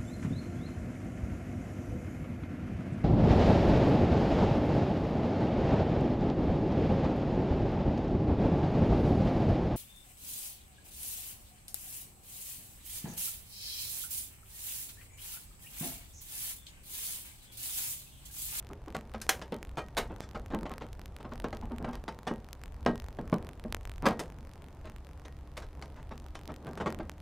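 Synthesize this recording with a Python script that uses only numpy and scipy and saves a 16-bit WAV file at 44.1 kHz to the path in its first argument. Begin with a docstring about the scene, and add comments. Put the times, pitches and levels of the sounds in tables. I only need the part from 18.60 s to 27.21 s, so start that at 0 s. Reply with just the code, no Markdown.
"""A heavy steel mirror bracket is lowered on a chain beside a truck door, close by.
Links clink, bite and slide; the bracket knocks against the cab, which booms. Each contact is a
chattering force that rings the same modes. Gloves rub on the steel. Sharp ticks crackle on the
sample-block edges of a body-worn camera. Underneath: low rumble, far traffic, a distant engine,
open air and a faint hum."""
import sys
import numpy as np
from scipy import signal
from scipy.fft import rfft, irfft, next_fast_len
from scipy.io import wavfile
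from scipy.ndimage import uniform_filter1d, map_coordinates

SR = 44100
rng = np.random.default_rng(int(sys.argv[2]) if len(sys.argv) > 2 else 0)


def master(y):
    """Save y as 16-bit WAV."""
    cut = np.clip(np.atleast_2d(y).T, -1, 1)
    pcm = np.round(cut * 32767)  # scale
    wavfile.write(sys.argv[1], SR, pcm.astype(np.int16))


N = 379701

# Noise spectra: f/Hz, relative density/dB
RUMBLE_SPECTRUM = [(10, -12), (25, 1), (52, 1.5), (75, -3), (120, -11), (300, -75.5)]
TRAFFIC_SPECTRUM = [(35, -33.5), (62, 2), (85, -4.5), (120, -6.5), (300, -33), (800, -84)]
AIR_SPECTRUM = [(100, -1.5), (300, 3), (900, 1), (1600, -9), (6000, -24.5), (15000, -32.5)]
HISS_SPECTRUM = [(100, -5.5), (700, 4), (2300, 0), (8000, -1.5), (15000, -9)]
GLOVE_SPECTRUM = [(70, -14.5), (140, 0), (220, -3.5), (450, -9), (900, -14.5), (4000, -48.5), (15000, -81)]
# Dense modes of steel and cab: f/Hz, relative density/dB
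STEEL_SPECTRUM = [(60, -24), (130, 6.5), (220, -2), (1200, -3), (2000, -5.5), (3000, -12), (4300, -9.5),
                  (6000, -5.5), (8000, -7), (15000, -10)]
CAB_SPECTRUM = [(70, -9), (165, -2.5), (230, -9.5), (500, -3.5), (1100, -19.5), (9000, -76)]
# Rumble envelope: t/s, level/dB
RUMBLE_LEVELS = [(0.0, -53), (3.04, -43.5), (3.62, -52), (4.41, -43), (4.56, -48), (5.61, -43.5),
                 (5.95, -50), (8.61, -50)]
# Engine run: t/s, firing f/Hz, level/dB
ENGINE_RUN = [(0, 63.2, -50.5), (2.0, 63.84, -61), (4.3, 66.3, -57.5), (5.3, 92.2, -55), (5.9, 70.6, -54),
              (6.4, 67.4, -50), (7.2, 69.04, -49), (7.9, 74.5, -54), (8.4, 81.9, -50)]
# Hum partials: f/Hz, level/dB
HUM_PARTIALS = [(148.5, -69.5), (297, -65)]
# Loud single ticks: t/s, peak level/dB
LOUD_TICKS = [(0.3671, -22.5), (0.9436, -27.5), (1.029, -24.5), (1.6056, -23.5), (1.9481, -24),
              (2.3307, -31), (2.4587, -29.5), (2.5654, -27), (2.801, -26.5), (3.3546, -27.5), (3.9308, -21),
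              (4.0371, -27.5), (4.742, -23.5), (5.1254, -15.5), (5.1472, -13.5), (5.4878, -18.5),
              (5.5942, -21.5), (7.8772, -27.5), (8.4963, -22)]
# Glove strokes: centre t/s, length/s, level/dB
GLOVE_STROKES = [(0.895, 0.63, -57), (1.58, 0.7, -53), (2.01, 0.23, -60), (2.75, 0.93, -53),
                 (3.205, 0.67, -52.5), (4.193, 0.43, -58), (4.76, 0.63, -48), (5.602, 0.42, -51.5),
                 (8.248, 0.65, -47.5)]
# Modes of cab with bracket, and of the links: f/Hz, relative level/dB, t60/s
BODY_MODES = [(182.2, -11.5, 0.43), (218.3, 4, 0.3), (238.2, 3.5, 0.28), (324, -0.5, 0.11),
              (412, -1.5, 0.17), (616.3, 6.5, 0.12), (770, -2, 0.15), (900, -8.5, 0.26), (1077, -5.5, .14),
              (1270, -5.5, 0.18), (1590, -2.5, 0.18), (1880, -9.5, 0.34)]
LINK_MODES = [(2320, -8, .07), (3040, -2, 0.15), (3545, 3, 0.022), (4960, -6, 0.037), (5600, -0.5, 0.072),
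              (6560, -8.5, 0.043), (7580, 8, 0.037), (8470, 8, 0.061)]
# Thud, knock, clank and clink bands: lower edge f/Hz
BAND_EDGES_HZ = [130, 400, 1300, 4000]
# The same bands at zero tilt: level/dB re knock
BAND_BALANCE_DB = [-1.17, 0, -10, -24.5]
# Metal contacts: t/s, knock level/dB, tilt/(dB/octave), chatter time/s
METAL_CONTACTS = [(0.102, -53, -4, 0.016), (0.275, -51, -3, 0.0095), (0.347, -39.5, 2, 0.0034),
                  (0.543, -42.5, 0, .005), (0.615, -61.5, 12, 0.0041), (0.6917, -33.5, 8.5, 0.0025),
                  (0.816, -47.5, 4, .007), (0.923, -40, -1.6, 0.0044), (1.172, -37.5, 1.6, 0.016),
                  (1.369, -33, 5, 0.016), (1.499, -48, -2.5, 0.023), (1.6, -60.5, 6, 0.034),
                  (1.747, -42, 0.2, 0.013), (1.904, -46, -0.5, .017), (1.935, -38, -3.5, 0.011),
                  (2.011, -52.5, -6.5, 0.026), (2.055, -43, -0.1, 0.0096), (2.106, -45.5, -1.3, .015),
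                  (2.209, -45.5, 0.7, .018), (2.601, -53, 0.5, .008), (2.646, -48, -1.5, 0.0097),
                  (2.719, -46.5, -1, .006), (2.843, -38, -1, 0.0064), (2.928, -42.5, 0.5, 0.0019),
                  (3.025, -48, -4, 0.017), (3.109, -46.5, -4.5, 0.011), (3.203, -50.5, -5.5, 0.023),
                  (3.244, -41, -0.5, .005), (3.278, -43, -3, 0.013), (3.328, -49.5, 2, .023),
                  (3.48, -41, 2, .0065), (3.669, -36.5, 1.7, .011), (3.711, -42, -5.5, 0.0017),
                  (4.262, -27.5, -0.35, 0.00079), (4.587, -42.5, -3, 0.0031), (4.727, -32, -4.5, 0.0027),
                  (5.049, -47, -6, 0.00085), (5.431, -39, -3.5, .029), (5.456, -25, 1.5, 0.012),
                  (5.505, -39.5, -1.5, 0.013), (5.595, -54.5, 9.5, 0.0061), (5.597, -41.5, -0.1, 0.01),
                  (6.244, -52, 1.2, .026), (6.65, -55, 4, 0.0041), (6.969, -47, 5, 0.0069),
                  (7.02, -54.5, 3.5, .013), (7.223, -50.5, 4.5, .002), (7.359, -56, 1.5, 0.034),
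                  (7.51, -47, 0.2, 0.011), (7.752, -50, 4.5, 0.0035), (7.886, -45.5, -1.5, .017),
                  (8.059, -47.5, -.6, 0.024), (8.173, -46.5, 2.1, 0.0054), (8.201, -37.5, -0.3, 0.014),
                  (8.26, -34, -0.3, 0.015), (8.397, -43, -2, 0.0087)]


def amp(db):
    """Decibels to gain."""
    return 10 ** (np.asarray(db) / 20)


def unit(x):
    """Scale to rms 1."""
    return x / np.sqrt(np.mean(x ** 2) + 1e-20)


def shape(points, hz):
    """Gain from (f/Hz, level/dB) points on a log axis."""
    f, db = np.transpose(points)
    return amp(np.interp(np.log(hz + 1), np.log(f + 1), db))


def curves(rows):
    """Per-sample curve for each column after t/s."""
    times_s, *columns = np.transpose(rows)
    return [np.interp(np.arange(N) / SR, times_s, column) for column in columns]


def wobble(rate_hz):
    """Smooth random curve with knots at rate_hz."""
    knots = rng.standard_normal(int(N * rate_hz / SR) + 4)
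    return map_coordinates(knots, [np.arange(N) * rate_hz / SR])


def filtered(x, response):
    """Zero-phase filter with gain response(hz)."""
    n = x.shape[-1]
    padded = next_fast_len(n + SR // 20)
    return irfft(rfft(x, padded) * response(np.fft.rfftfreq(padded, 1 / SR)), padded)[..., :n]


def noise(spectrum, size=N):
    """Shaped noise, rms 1."""
    return unit(filtered(rng.standard_normal(size), lambda hz: shape(spectrum, hz)))


def add(track, at_s, sound):
    """Mix a sound into the track."""
    start = max(round(at_s * SR), 0)
    part = track[start:start + len(sound)]
    part += sound[:len(part)]


def background():
    """Low rumble, drone of far traffic, open air."""
    rumble_db, = curves(RUMBLE_LEVELS)
    rumble = amp(rumble_db + 3.4 * wobble(8.2)) * noise(RUMBLE_SPECTRUM)
    return rumble + amp(-55) * noise(TRAFFIC_SPECTRUM) + amp(-61.5) * noise(AIR_SPECTRUM)


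def engine(second_order_db=-13):
    """Distant engine: only the two lowest orders carry this far."""
    firing_hz, db = curves(ENGINE_RUN)
    phase = 2 * np.pi * np.cumsum(firing_hz * (1 + 0.011 * wobble(6.3))) / SR
    return amp(db + 0.64 * wobble(5)) * unit(np.sin(phase) + amp(second_order_db) * np.sin(2 * phase))


def hum(start_s=5.16, rise_s=2.14, waver=0.0037):
    """Faint, slightly unsteady hum, fading in."""
    rise = np.clip((np.arange(N) / SR - start_s) / rise_s, 0, 1)
    clock_s = np.cumsum(1 + waver * wobble(3.7)) / SR
    return rise * sum(amp(db) * unit(np.sin(2 * np.pi * hz * clock_s)) for hz, db in HUM_PARTIALS)


def tick(typical_ms, sag):
    """Signal jump that sags, then snaps back."""
    t_ms = 1000 * np.arange(SR // 1000) / SR
    width_ms = typical_ms * np.exp(0.53 * rng.standard_normal())
    polarity = np.sign(rng.standard_normal())
    return polarity * np.exp(-sag * t_ms / width_ms) * (t_ms < width_ms)


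def crackle(handling, faint_db=-44, ceiling_db=-27, bunch_db=3, average_s=0.59, follow_db_per_db=0.27):
    """Uneven block-edge ticks that bunch and grow with the handling noise, plus loud single ticks."""
    track = np.zeros(N)
    block_s = 1024 / 48000
    edges_s = np.arange(0.00542, N / SR, block_s)
    edges = (edges_s * SR).astype(int)
    handling_rms = np.sqrt(np.abs(uniform_filter1d(handling ** 2, int(average_s * SR))))[edges]
    growth = (handling_rms / np.median(handling_rms)) ** follow_db_per_db
    typical = amp(faint_db + bunch_db * wobble(22)[edges]) * growth
    peaks = np.minimum(typical * rng.rayleigh(size=len(edges)) ** 1.39, amp(ceiling_db))
    for at_s, peak in zip(edges_s, peaks):
        add(track, at_s, peak * tick(typical_ms=0.16, sag=0.66))
    for at_s, db in LOUD_TICKS:
        add(track, at_s, amp(db) * tick(typical_ms=0.17, sag=1))
    return track


def gloves(grip_db=-59):
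    """Gloves rub on steel: strokes swell and fade over the faint shifting of the grip."""
    t = np.arange(N) / SR
    power = amp(grip_db) ** 2
    for centre_s, length_s, db in GLOVE_STROKES:
        arch = np.cos(np.pi * np.clip((t - centre_s) / length_s, -0.5, 0.5))
        power += (amp(db) * arch) ** 2
    return np.sqrt(power) * amp(2 * wobble(14)) * noise(GLOVE_SPECTRUM)


def chatter(t, span_s, scrape=1.7, touch=0.68, skips=9):
    """Unit-energy force: rusty links touch, grind and skip before they seat."""
    skip_s = 1.4 * span_s * rng.random(skips)
    skip_sizes = 0.48 * rng.standard_normal(skips)
    progress = t / span_s
    force = rng.standard_normal(len(t)) * progress * np.exp(-2 * progress)
    force *= scrape / np.linalg.norm(force)
    force[0] += touch
    skip_samples = np.minimum(skip_s * SR, len(t) - 1).astype(int)
    force += np.bincount(skip_samples, skip_sizes, len(t))
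    return force / np.linalg.norm(force)


def ring(modes, t, spread_db, detune=0):
    """Damped modes: strength varies with contact point, tuning from link to link."""
    hz, db, t60_s = np.transpose(modes)[:, :, None]
    strength, phase, tuning = rng.standard_normal((3, len(modes), 1))
    envelopes = amp(db + spread_db * strength - 60 * t / t60_s)
    cycles = hz * (1 + detune * tuning) * t + phase
    return np.sum(envelopes * np.sin(2 * np.pi * cycles), axis=0)


def ripple(hz, depth_db=3.8, count=150):
    """Random gain: a contact point favours some steel resonances and misses others."""
    centres_hz = np.geomspace(100, SR / 2, count)
    return amp(depth_db * np.interp(hz, centres_hz, rng.standard_normal(count)))


def struck(force, t):
    """Crack, ring of steel and cab, and a faint answer from a house wall."""
    def decay(db, t60_s):
        return amp(db - 60 * t / t60_s)

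    def swell(envelope):
        """Dense modes gather the contact's energy and lose it again."""
        energy = signal.fftconvolve(force ** 2, envelope ** 2)[:len(t)]
        return np.sqrt(np.abs(energy))

    clatter = unit(filtered(noise(STEEL_SPECTRUM, len(t)), ripple))
    crack = decay(11.5, t60_s=0.013)
    steel = clatter * swell(crack + decay(0, t60_s=0.14))
    wall = noise(STEEL_SPECTRUM, len(t)) * swell(decay(-11.5, t60_s=0.24))
    cab = noise(CAB_SPECTRUM, len(t)) * swell(decay(-7.5, t60_s=0.25))
    body = amp(-14) * ring(BODY_MODES, t, spread_db=5.5)
    links = amp(-15) * ring(LINK_MODES, t, spread_db=3.5, detune=0.029)
    return steel + wall + cab + signal.fftconvolve(force, body + links)[:len(t)]


def band_gains(hz, cutoff_hz):
    """Thud, knock, clank and clink responses under a common low-pass."""
    lowpasses = [1 / (1 + (hz / edge_hz) ** 8) for edge_hz in BAND_EDGES_HZ]
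    bands = np.diff(lowpasses + [np.ones_like(hz)], axis=0)
    return bands / np.sqrt(1 + (hz / cutoff_hz) ** 6)


def band_levels_db(knock_db, tilt_db_per_octave):
    """Steel on steel tilts towards the clink, a blow on the cab towards the thud."""
    octaves = np.log2(np.divide(BAND_EDGES_HZ, BAND_EDGES_HZ[1]))
    return knock_db + np.asarray(BAND_BALANCE_DB) + tilt_db_per_octave * octaves


def chain_and_bracket():
    """Every contact rings the same steel; hard ones are bright, heavy ones boom."""
    track = np.zeros(N)
    t = np.arange(int(0.36 * SR)) / SR
    lead, attack = SR // 200, int(0.03 * SR)  # samples
    for at_s, knock_db, tilt, chatter_s in METAL_CONTACTS:
        levels_db = band_levels_db(knock_db, tilt)
        force = chatter(t[:SR // 10], chatter_s)
        sound = np.pad(struck(force, t), (lead, 0))
        # A gentle touch lasts longer and leaves the highest modes still.
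        cutoff_hz = 7500 * 2 ** ((levels_db[-1] + 55) / 24)
        bands = filtered(sound, lambda hz: band_gains(hz, cutoff_hz))
        attack_rms = np.sqrt(np.mean(bands[:, lead:lead + attack] ** 2, axis=1))
        add(track, at_s - lead / SR, (amp(levels_db) / attack_rms) @ bands)
    return track


def scene():
    """Close and central; only ticks, faint hiss and a trace of treble differ between the ears."""
    handling = chain_and_bracket() + gloves()
    ticks = crackle(handling)
    mid = handling + background() + engine() + hum()
    width = filtered(mid * wobble(300), lambda hz: shape([(150, -49), (500, -53), (4000, -28.5)], hz))
    side = width + amp(-11) * ticks * wobble(300) + amp(-76) * noise(HISS_SPECTRUM)
    return np.array([mid + ticks + side, mid + ticks - side])


def record(dry):
    """Steep band limit."""
    cutoff_hz = 15600
    return filtered(dry, lambda hz: 1 / (1 + (hz / cutoff_hz) ** 80))


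dry = scene()
out = record(dry)
master(out)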